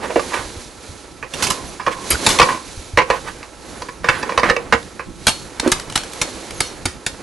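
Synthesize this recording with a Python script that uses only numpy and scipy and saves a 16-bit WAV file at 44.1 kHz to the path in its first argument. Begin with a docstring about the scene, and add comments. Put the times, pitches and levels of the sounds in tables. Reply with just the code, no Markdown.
"""In a small room, a carpet stretcher is handled on a carpeted floor, close to the listener.
Impacts excite the modes of its hollow plastic head and telescopic tube, which clack and rattle;
the sprung catch snaps and rings, and the tool thuds on the boards. Friction makes its parts scrape
and squeak, and sleeves and knees rub on the pile, over a faint hum.
The loudest blows overload the microphones."""
import sys
import numpy as np
from scipy import signal
from scipy.fft import rfft, irfft, next_fast_len
from scipy.io import wavfile
from scipy.ndimage import uniform_filter1d, map_coordinates

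SR = 44100
rng = np.random.default_rng(int(sys.argv[2]) if len(sys.argv) > 2 else 0)


def materialize(psi):
    """Save the field psi as 16-bit PCM at rate SR to the path in sys.argv[1].

    A 1-D psi becomes a single channel; in a 2-D psi each row is a channel.
    """
    bounded = np.clip(np.atleast_2d(psi).T, -1, 1)
    quanta = np.round(bounded * 32767).astype(np.int16)
    wavfile.write(sys.argv[1], SR, quanta)


N = 318446

# normal modes of head and tube: pitch_hz, level_db, t60_s
HOUSING_MODES = [(336.7, -16.5, 0.2), (477.5, -4, 0.19), (517, -8, 0.2), (556.6, -2.5, 0.063),
                 (690, -9, 0.022), (856, -8.5, 0.081), (980.6, -1, 0.051), (1019.7, -7.5, 0.12),
                 (1092, -12, 0.23), (1177, -2.5, 0.059), (1512, 1.5, 0.016), (1540, -26, 0.25),
                 (1707, -1.5, 0.062), (1846, -2.5, 0.092), (1940, -9, 0.11), (2276, -4, .08),
                 (2344, -27.5, 0.12), (2565, -7, 0.074), (3050, -24, 0.038)]


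def amp(db):
    """Amplitude grows tenfold every 20 decibels."""
    return 10 ** (np.asarray(db) / 20)


def unit(x):
    """Normalisation to rms 1."""
    return x / np.sqrt(np.mean(x ** 2) + 1e-20)


def along(points, hz):
    """Interpolation of (frequency_hz, value) points on a logarithmic frequency axis."""
    knots_hz, values = np.transpose(points)
    return np.interp(np.log(hz + 1), np.log(knots_hz + 1), values)


def wobble(rate):
    """Slow random modulation: a spline through rate knots a second."""
    return map_coordinates(rng.standard_normal(int(N * rate / SR) + 4), [np.arange(N) * rate / SR])


def filtered(x, response):
    """Linear filtering: the spectrum is multiplied by a frequency response."""
    size = next_fast_len(N + SR // 2)
    return irfft(rfft(x, size) * response(np.fft.rfftfreq(size, 1 / SR)), size)[..., :N]


def panned(x, pan_db):
    """A level difference, left minus right, gives a sound its direction."""
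    return amp([[pan_db / 2], [-pan_db / 2]]) * x


def placed(x, s):
    """The level difference follows the hand along the tool, here at s seconds."""
    # hand position: time_s, pan_db
    hand_path = [(0, -2.5), (1.5, -5.5), (1.9, -2.5), (2.3, 1), (3.0, -1), (3.8, -1.5), (4.9, -3), (5.4, 1),
                 (7.2, -1)]
    return panned(x, np.interp(s, *np.transpose(hand_path)))


def add(track, s, sound):
    """Superposition: a sound joins the track at s seconds."""
    part = track[:, round(s * SR):][:, :sound.shape[-1]]
    part += sound[..., :part.shape[-1]]


def rush(spectrum, pan_db, side_db):
    """Partly coherent stereo noise of a given spectrum and rms 1."""
    mid, side = filtered(rng.standard_normal((2, N)), lambda hz: amp(along(spectrum, hz)))
    return unit(panned(mid, pan_db) + amp(side_db) * np.array([side, -side]))


def swells(rows, fall_ratio=1.71, roundness=2.17):
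    """Incoherent strokes (peak_s, rise_s, level_db) add in power; each falls slower than it rises."""
    s, rise, db = np.transpose(rows)[:, :, None]
    t = np.arange(0, N / SR, .002)
    from_peak = np.maximum(s - t, (t - s) / fall_ratio) / rise
    gains = amp(db) * np.exp(-np.minimum(from_peak, 10) ** roundness)
    return np.interp(np.arange(N) / SR, t, np.linalg.norm(gains, axis=0))


def ring(modes, t, scatter_db, detune, focus_hz=1000, focus_db=0, focus_octaves=0.39):
    """Free vibration as a sum of damped modes; the contact point favours those near focus_hz."""
    hz, db, t60 = np.transpose(modes)[:, :, None]
    size, shift, phase = rng.standard_normal((3, len(modes), 1))
    favour = focus_db * (.5 - np.minimum((np.log2(hz / focus_hz) / focus_octaves) ** 2, 1))
    waves = np.sin(2 * np.pi * (hz * (1 + detune * shift) * t + phase))
    return np.sum(amp(db + favour + scatter_db * size) * np.exp(-np.log(1000) * t / t60) * waves, axis=0)


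def chatter(t, t60, grain_db, hold=1, echo=0.63):
    """Tiny contacts die away, comb-filtered by echoes in the hollow parts; hold > 1 delays the fall."""
    grain = unit(uniform_filter1d(rng.standard_normal(len(t)), size=44))
    burst = rng.standard_normal(len(t)) * amp(grain_db * grain - 20 * (3 * t / t60) ** hold)
    cavity = np.zeros(SR // 400)
    cavity[rng.integers(12, len(cavity), size=3)] = echo * rng.choice([-1, 1], size=3)
    cavity[0] = 1
    return signal.lfilter(cavity / np.linalg.norm(cavity), [1], burst)


def voiced(blow, levels_db):
    """Spectral balance sets timbre: the onset of a blow is scaled to a level in each of four bands."""
    # thump, hollow, shell and crack bands: low_hz, high_hz
    bands = [(25, 200), (200, 750), (750, 2800), (2800, 11500)]
    out = np.zeros(len(blow))
    for edges, db in zip(bands, levels_db):
        band = signal.sosfilt(signal.butter(3, edges, "band", fs=SR, output="sos"), blow)
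        onset = round(SR * max(.012, .6 / edges[0]))
        out += amp(db) * band / np.sqrt(np.mean(band[:onset] ** 2))
    return out


def stick_slip(rows, sag, waver, pan_db):
    """Quick slips merge into a rough tone; its pitch follows the speed, ending at sag times the first."""
    out = np.zeros((2, N))
    for s, length, hz, db in rows:
        size = round(length * SR)
        jitter, grip = unit(uniform_filter1d(rng.standard_normal((2, size)), size=60))
        speed = np.linspace(1, sag, size) * (1 + waver * jitter)
        tone = np.sin(2 * np.pi * np.cumsum(hz * speed) / SR)
        rough = unit(tone * amp(5 * grip))
        add(out, s, panned(amp(db) * rough * signal.windows.tukey(size, .5), pan_db))
    return out


def hum():
    """Steady pure tones superpose into the room's faint hum."""
    # partials: pitch_hz, level_db
    tones = [(60, -52.5), (840, -57.5), (958, -63), (1324, -57), (1567, -67)]
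    t = np.arange(N) / SR
    return sum(np.sqrt(2) * amp(db) * np.sin(2 * np.pi * (hz * t + rng.random())) for hz, db in tones)


def reverberation(x):
    """A diffuse field decays exponentially, with a different tail at each side."""
    # reverberation times: frequency_hz, t60_s
    decay_times = [(150, 0.12), (1000, 0.17), (4000, 0.2), (11000, 0.17)]
    hz, t, noise = signal.stft(rng.standard_normal((2, SR // 2)), SR, nperseg=256)
    tail = signal.istft(noise * amp(-60 * t / along(decay_times, hz)[:, None]), SR, nperseg=256)[1]
    tail = np.pad(tail, ((0, 0), (SR // 250, 0)))  # reflections arrive 4 ms late
    return signal.fftconvolve(x, tail / np.linalg.norm(tail[0]), axes=1)[:, :N]


def rubbing(rumble_db=-10):
    """Sliding friction of knees and sleeves makes broadband noise: rumble, pile scuff and cloth hiss."""
    # strokes over the pile: peak_s, rise_s, scuff_db, hiss_over_scuff_db
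    strokes = [(0.02, 0.15, -31, -24), (0.26, 0.22, -34, 0), (0.62, 0.032, -49, 9.5),
               (0.88, 0.13, -45, 2.5), (1.438, 0.1, -28, -1.5), (1.68, 0.083, -37.5, -2),
               (1.97, 0.14, -37.5, -2.5), (2.13, 0.11, -31.5, 1.5), (2.289, 0.078, -23, -0.5),
               (2.44, 0.076, -26, -2.5), (2.7, 0.15, -41.5, 3), (3.2, 0.17, -39.5, -2),
               (3.73, 0.14, -37.5, -4), (4.28, 0.14, -31, -11), (4.5, 0.15, -32, -15),
               (4.81, 0.09, -42.5, -1), (5.32, 0.12, -40.5, 2), (5.76, 0.31, -36.5, -7.5),
               (6.23, 0.19, -34.5, -1.5), (6.58, 0.2, -36, -5.5), (7.2, 0.19, -40.5, -5.5)]
    # spectra of the three noises: frequency_hz, density_db
    rumble_spectrum = [(12, -37), (20, -3), (50, -1), (166, -4), (214, -7.5), (300, -7), (390, -10.5),
                       (660, -120)]
    scuff_spectrum = [(110, -54), (180, -3), (367, 3), (408, -0.5), (515, 1.5), (634, -3.5), (1020, -5),
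                      (1150, -7), (1770, -8.5), (2850, -15.5), (4000, -30), (5200, -36), (8800, -120)]
    cloth_spectrum = [(1290, -38), (2200, -1.5), (2850, -3.5), (4080, 1.5), (5330, -2), (6180, 0),
                      (8600, -5.5), (10500, -4), (11200, -3), (11800, -31), (15300, -43), (22000, -120)]
    # levels between strokes: rumble_db, scuff_db, hiss_db
    rest_db = (-45.5, -44.5, -48)
    scuff = swells([(s, rise, db) for s, rise, db, _ in strokes])
    cloth = swells([(s, rise, db + hiss_db) for s, rise, db, hiss_db in strokes])
    rumble, scuff, cloth = np.hypot([amp(rumble_db) * scuff, scuff, cloth], amp(rest_db)[:, None])
    low = rumble * amp(4.0 * wobble(22)) * rush(rumble_spectrum, pan_db=-1.5, side_db=-6)
    pile = scuff * amp(1.4 * wobble(60)) * rush(scuff_spectrum, pan_db=-2, side_db=-10)
    hiss = cloth * amp(0.69 * wobble(90)) * rush(cloth_spectrum, pan_db=-4, side_db=-11)
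    return low + pile + hiss


def bumps(floor_hz=65, t60=0.13, attack_s=0.012):
    """Soft impacts of knees and palms excite only a few uneven low cycles in the floor."""
    # landings: start_s, level_db
    landings = [(0.452, -25), (0.565, -23), (0.89, -23.5), (2.13, -14), (2.774, -20), (2.935, -15.5),
                (3.345, -30), (4.745, -19), (5.655, -24), (6.853, -17)]
    out, t = np.zeros((2, N)), np.arange(SR // 4) / SR
    for s, db in landings:
        hz = floor_hz * rng.lognormal(0, 0.45, size=(6, 1))
        uneven = unit(np.sin(2 * np.pi * hz * t).sum(axis=0))
        add(out, s, amp(db - 60 * t / t60) * (1 - np.exp(-t / attack_s)) * uneven)
    return out


def cloth_zips():
    """Periodic contact of ribbed cloth gives a tone that falls as the rub slows."""
    # rubs: start_s, length_s, first_pitch_hz, level_db
    rubs = [(1.665, 0.04, 11200, -43), (1.67, .04, 6440, -42), (1.8, 0.045, 5330, -45),
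            (3.68, 0.17, 11300, -50), (4.17, .053, 10900, -42), (6.53, .096, 11500, -46),
            (6.53, 0.2, 6600, -40.5)]
    return stick_slip(rubs, sag=0.87, waver=.018, pan_db=-2)


def tube_squeaks():
    """Stick-slip friction makes the tube squeak in its sleeve."""
    # squeaks: start_s, length_s, pitch_hz, level_db
    slips = [(1.871, .016, 1080, -14), (2.102, .011, 11150, -12), (2.108, .02, 9000, -21),
             (2.112, .04, 4880, -30), (2.144, .016, 1440, -21)]
    return stick_slip(slips, sag=1, waver=.02, pan_db=-1)


def tube_slides(tube_hz=1040, width_hz=110):
    """Forced vibration: friction of the inner tube drives the tube's strongest resonance."""
    # slides: peak_s, rise_s, level_db
    slides = [(1.48, 0.072, -31), (1.95, 0.078, -33.5), (2.29, 0.053, -33), (2.485, 0.048, -22.5)]
    resonance = lambda hz: (1j * hz * width_hz / (tube_hz ** 2 - hz * hz + 1j * hz * width_hz)) ** 2
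    friction = unit(filtered(rng.standard_normal(N), resonance))
    return panned(swells(slides) * friction, pan_db=-2)


def scrapes(ring_share=0.49, width_hz=90, db_per_octave=6):
    """Source and filter: the friction noise of plastic on plastic is coloured by the housing's modes."""
    # drags: peak_s, half_length_s, level_db, centre_hz
    drags = [(0.046, 0.015, -23.5, 710), (0.344, 0.0066, -18.5, 1200), (0.366, 0.037, -23.5, 1060),
             (1.927, 0.012, -29, 2280), (3.137, 0.033, -25.5, 900), (3.285, 0.014, -28.5, 1230),
             (4.134, 0.065, -26.5, 1400), (4.473, 0.034, -25.5, 1300), (5.668, 0.023, -24.5, 875)]
    out = np.zeros((2, N))
    for s, half, db, centre_hz in drags:
        t = np.arange(SR // 4) / SR + max(s - .1, 0)
        f = np.fft.rfftfreq(len(t), 1 / SR) + 1
        modes = sum(amp(level) / (1 + 2j * (f - hz) / width_hz) for hz, level, _ in HOUSING_MODES)
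        rolloff = amp(-db_per_octave * np.abs(np.log2(f / centre_hz)))
        colour = (ring_share * np.abs(modes) + (1 - ring_share) / 2) * rolloff
        friction = unit(irfft(rfft(rng.standard_normal(len(t))) * colour, len(t)))
        add(out, t[0], panned(amp(db) * friction * np.exp(-((t - s) / half) ** 2 / 2), pan_db=-4))
    return out


def thuds(attack_s=0.0011, gain_db=9.5):
    """Cushioned impact: the pile softens the tool's landing, so only low board modes answer."""
    # landings: start_s, relative_db
    landings = [(0.163, -26), (2.104, -30), (5.629, -26.5), (5.662, -15.5), (5.676, -21), (6.855, -30)]
    # modes of the boards: pitch_hz, level_db, t60_s
    board_modes = [(247, -8.5, 0.12), (316, 4.5, 0.049), (359, -7, 0.18), (520, -0.5, 0.037),
                   (1020, -36, 0.092)]
    out, t = np.zeros((2, N)), np.arange(SR // 3) / SR
    for s, db in landings:
        boom = ring(board_modes, t, scatter_db=1.5, detune=0.013) * (1 - np.exp(-t / attack_s))
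        add(out, s, panned(amp(db + gain_db) * boom, pan_db=-3))
    return out


def spring_pings():
    """Light damping lets the catch's steel spring ring on after some firm snaps."""
    # pings: start_s, level_db
    pings = [(5.269, -21), (5.717, -39), (5.955, -27.5), (6.215, -31), (6.604, -27), (7.063, -36)]
    # modes of the spring: pitch_hz, level_db, t60_s
    spring_modes = [(1523, -10, .15), (2153, -17, .2), (4316, 0, .35), (4425, -9, .22), (5475, -11, .25),
                    (7368, -15, .24)]
    out, t = np.zeros((2, N)), np.arange(SR // 2) / SR
    for s, db in pings:
        add(out, s, placed(amp(db) * ring(spring_modes, t, scatter_db=1, detune=.0003), s))
    return out


def catch_snaps(attack_s=0.00072, buzz_db=-21, buzz_t60=0.34, push_hz=100, push_s=0.0016):
    """A brief impact has a broad spectrum: the catch cracks with a low push, and the parts buzz on."""
    # snaps: start_s, strength_db, t60_s
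    snaps = [(1.336, -28, 0.076), (1.423, -18.5, 0.17), (1.436, -25, 0.034), (1.466, -23, .06),
             (1.501, -18.5, 0.089), (2.105, -17.5, 0.12), (2.264, -9, 0.065), (2.287, -18, 0.2),
             (4.828, -42.5, 0.017), (5.268, -10, 0.045), (5.278, -14.5, 0.093), (5.597, -19.5, 0.022),
             (5.675, -26.5, 0.013), (5.717, -13, 0.041), (5.797, -30.5, 0.014), (5.898, -34, .02),
             (5.923, -34, 0.0065), (5.955, -15.5, 0.042), (5.975, -23, 0.019), (6.034, -33, 0.036),
             (6.133, -35, 0.016), (6.214, -16.5, 0.068), (6.506, -34, 0.022), (6.604, -15.5, 0.022),
             (6.854, -19.5, 0.034), (7.063, -19.5, 0.06)]
    # band levels relative to the strength: thump_db, hollow_db, shell_db, crack_db
    colour_db = (-13, -11, -1.5, 1.5)
    out, t = np.zeros((2, N)), np.arange(SR // 2) / SR
    push = 0.72 * np.sin(2 * np.pi * push_hz * t) * np.exp(-t / push_s)
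    for s, db, t60 in snaps:
        crack = chatter(t, t60, grain_db=3, hold=1.3)
        buzz = amp(buzz_db) * chatter(t, buzz_t60, grain_db=2)
        # the contact is not perfectly hard, so the treble is softened
        softened = signal.lfilter([1], [1, -.55], crack + buzz)
        blow = (softened + push) * (1 - np.exp(-t / attack_s))
        add(out, s, placed(amp(db) * voiced(blow, colour_db), s))
    return out


def clacks(rattle_db=1, attack_s=0.00013, chatter_t60=0.094, halving_db=5.5):
    """Impacts ring head and tube and rattle loose joints; harder contact cracks more and ends sooner."""
    # blows: start_s, strength_db, boom_db, hardness_db, most_excited_hz
    blows = [(0.1, -28, 6.5, -2, 950), (0.158, -20, 10.5, -3, 634), (0.194, -21, -4, 1.5, 1280),
             (1.227, -27, -8, -3.5, 1370), (1.797, -25.5, -20, -8, 1080), (1.864, -19, -10, 0, 1110),
             (1.871, -21, 1.5, -3.5, 1140), (2.387, -14.5, -18, 12.5, 1190), (2.397, -3.5, -2, 5.5, 1150),
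             (2.415, -5, -21, 1, 1100), (2.429, -15, -2, 11.5, 1100), (2.487, -18.5, -6, -9, 1020),
             (2.973, -8, -1.5, 1, 895), (2.983, -10, -8.5, -3, 910), (3.017, -20, 0, 0, 1050),
             (3.101, -12.5, 2, 1, 1050), (3.429, -34.5, -27, 7.5, 1300), (3.819, -28, -1, 6.5, 1010),
             (3.886, -28, -5, 0.5, 1050), (4.043, -19, -1, -0.5, 1280), (4.087, -7, -9.5, 2, 1470),
             (4.228, -21.5, -5, 4.5, 970), (4.292, -21, -2.5, -3, 1020), (4.32, -25, 0, 1, 1110),
             (4.376, -10, -4.5, 3.5, 1070), (4.395, -19, -3, 5, 1120), (4.431, -12, -2.5, -5.5, 1210),
             (4.455, -22.5, 1, -9, 1320), (4.489, -20, 1, 4, 1650), (4.498, -9, -7.5, 2, 1710),
             (4.564, -20.5, 1.5, 10.5, 1290), (4.724, -7, -4.5, -2, 1520), (4.994, -25.5, -3.5, -5, 1190)]
    # spectrum of loose plastic: frequency_hz, density_db
    rattle_spectrum = [(100, 2.5), (1500, 9), (2500, 6.5), (3300, -1), (5000, 0), (7500, -11),
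                       (11000, -18.5)]
    out, t = np.zeros((2, N)), np.arange(SR // 3) / SR
    plastic = amp(along(rattle_spectrum, np.fft.rfftfreq(len(t), 1 / SR)))
    for s, db, boom_db, hardness_db, struck_hz in blows:
        t60 = chatter_t60 * 2 ** (-hardness_db / halving_db)
        rattle = irfft(rfft(chatter(t, t60, grain_db=3)) * plastic, len(t)) * (1 - t / t[-1])
        body = ring(HOUSING_MODES, t, scatter_db=2.5, detune=0.0095, focus_hz=struck_hz, focus_db=10)
        blow = (body + amp(rattle_db) * rattle) * (1 - np.exp(-t / attack_s))
        colour_db = (-18, boom_db - 1, 1, hardness_db - 11)  # thump, hollow, shell, crack
        add(out, s, placed(amp(db) * voiced(blow, colour_db), s))
    return out


def scene():
    """Superposition of the tool, its reverberation, the handler's movements and the hum."""
    squeaks, zips = tube_squeaks(), cloth_zips()
    tool = clacks() + catch_snaps() + thuds() + scrapes() + tube_slides() + squeaks
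    return tool + amp(-11.5) * reverberation(tool) + spring_pings() + rubbing() + bumps() + zips + hum()


def record(dry, ceiling=0.91, top_hz=11650):
    """Saturation in two unequal microphones rounds the loudest peaks; a band limit cuts the top."""
    # microphone imbalance: frequency_hz, left_minus_right_db
    imbalance = [(60, -1.5), (250, -1.7), (600, -3.4), (1200, -3.5), (2500, -1.5), (5000, 0.5),
                 (11000, -0.6)]
    heard = filtered(dry, lambda hz: amp(np.outer([.5, -.5], along(imbalance, hz))))
    rounded = heard / (1 + np.abs(heard / ceiling) ** 5) ** (1 / 5)
    return filtered(rounded, lambda hz: 1 / (1 + (hz / top_hz) ** 120))


dry = scene()
out = record(dry)
materialize(out)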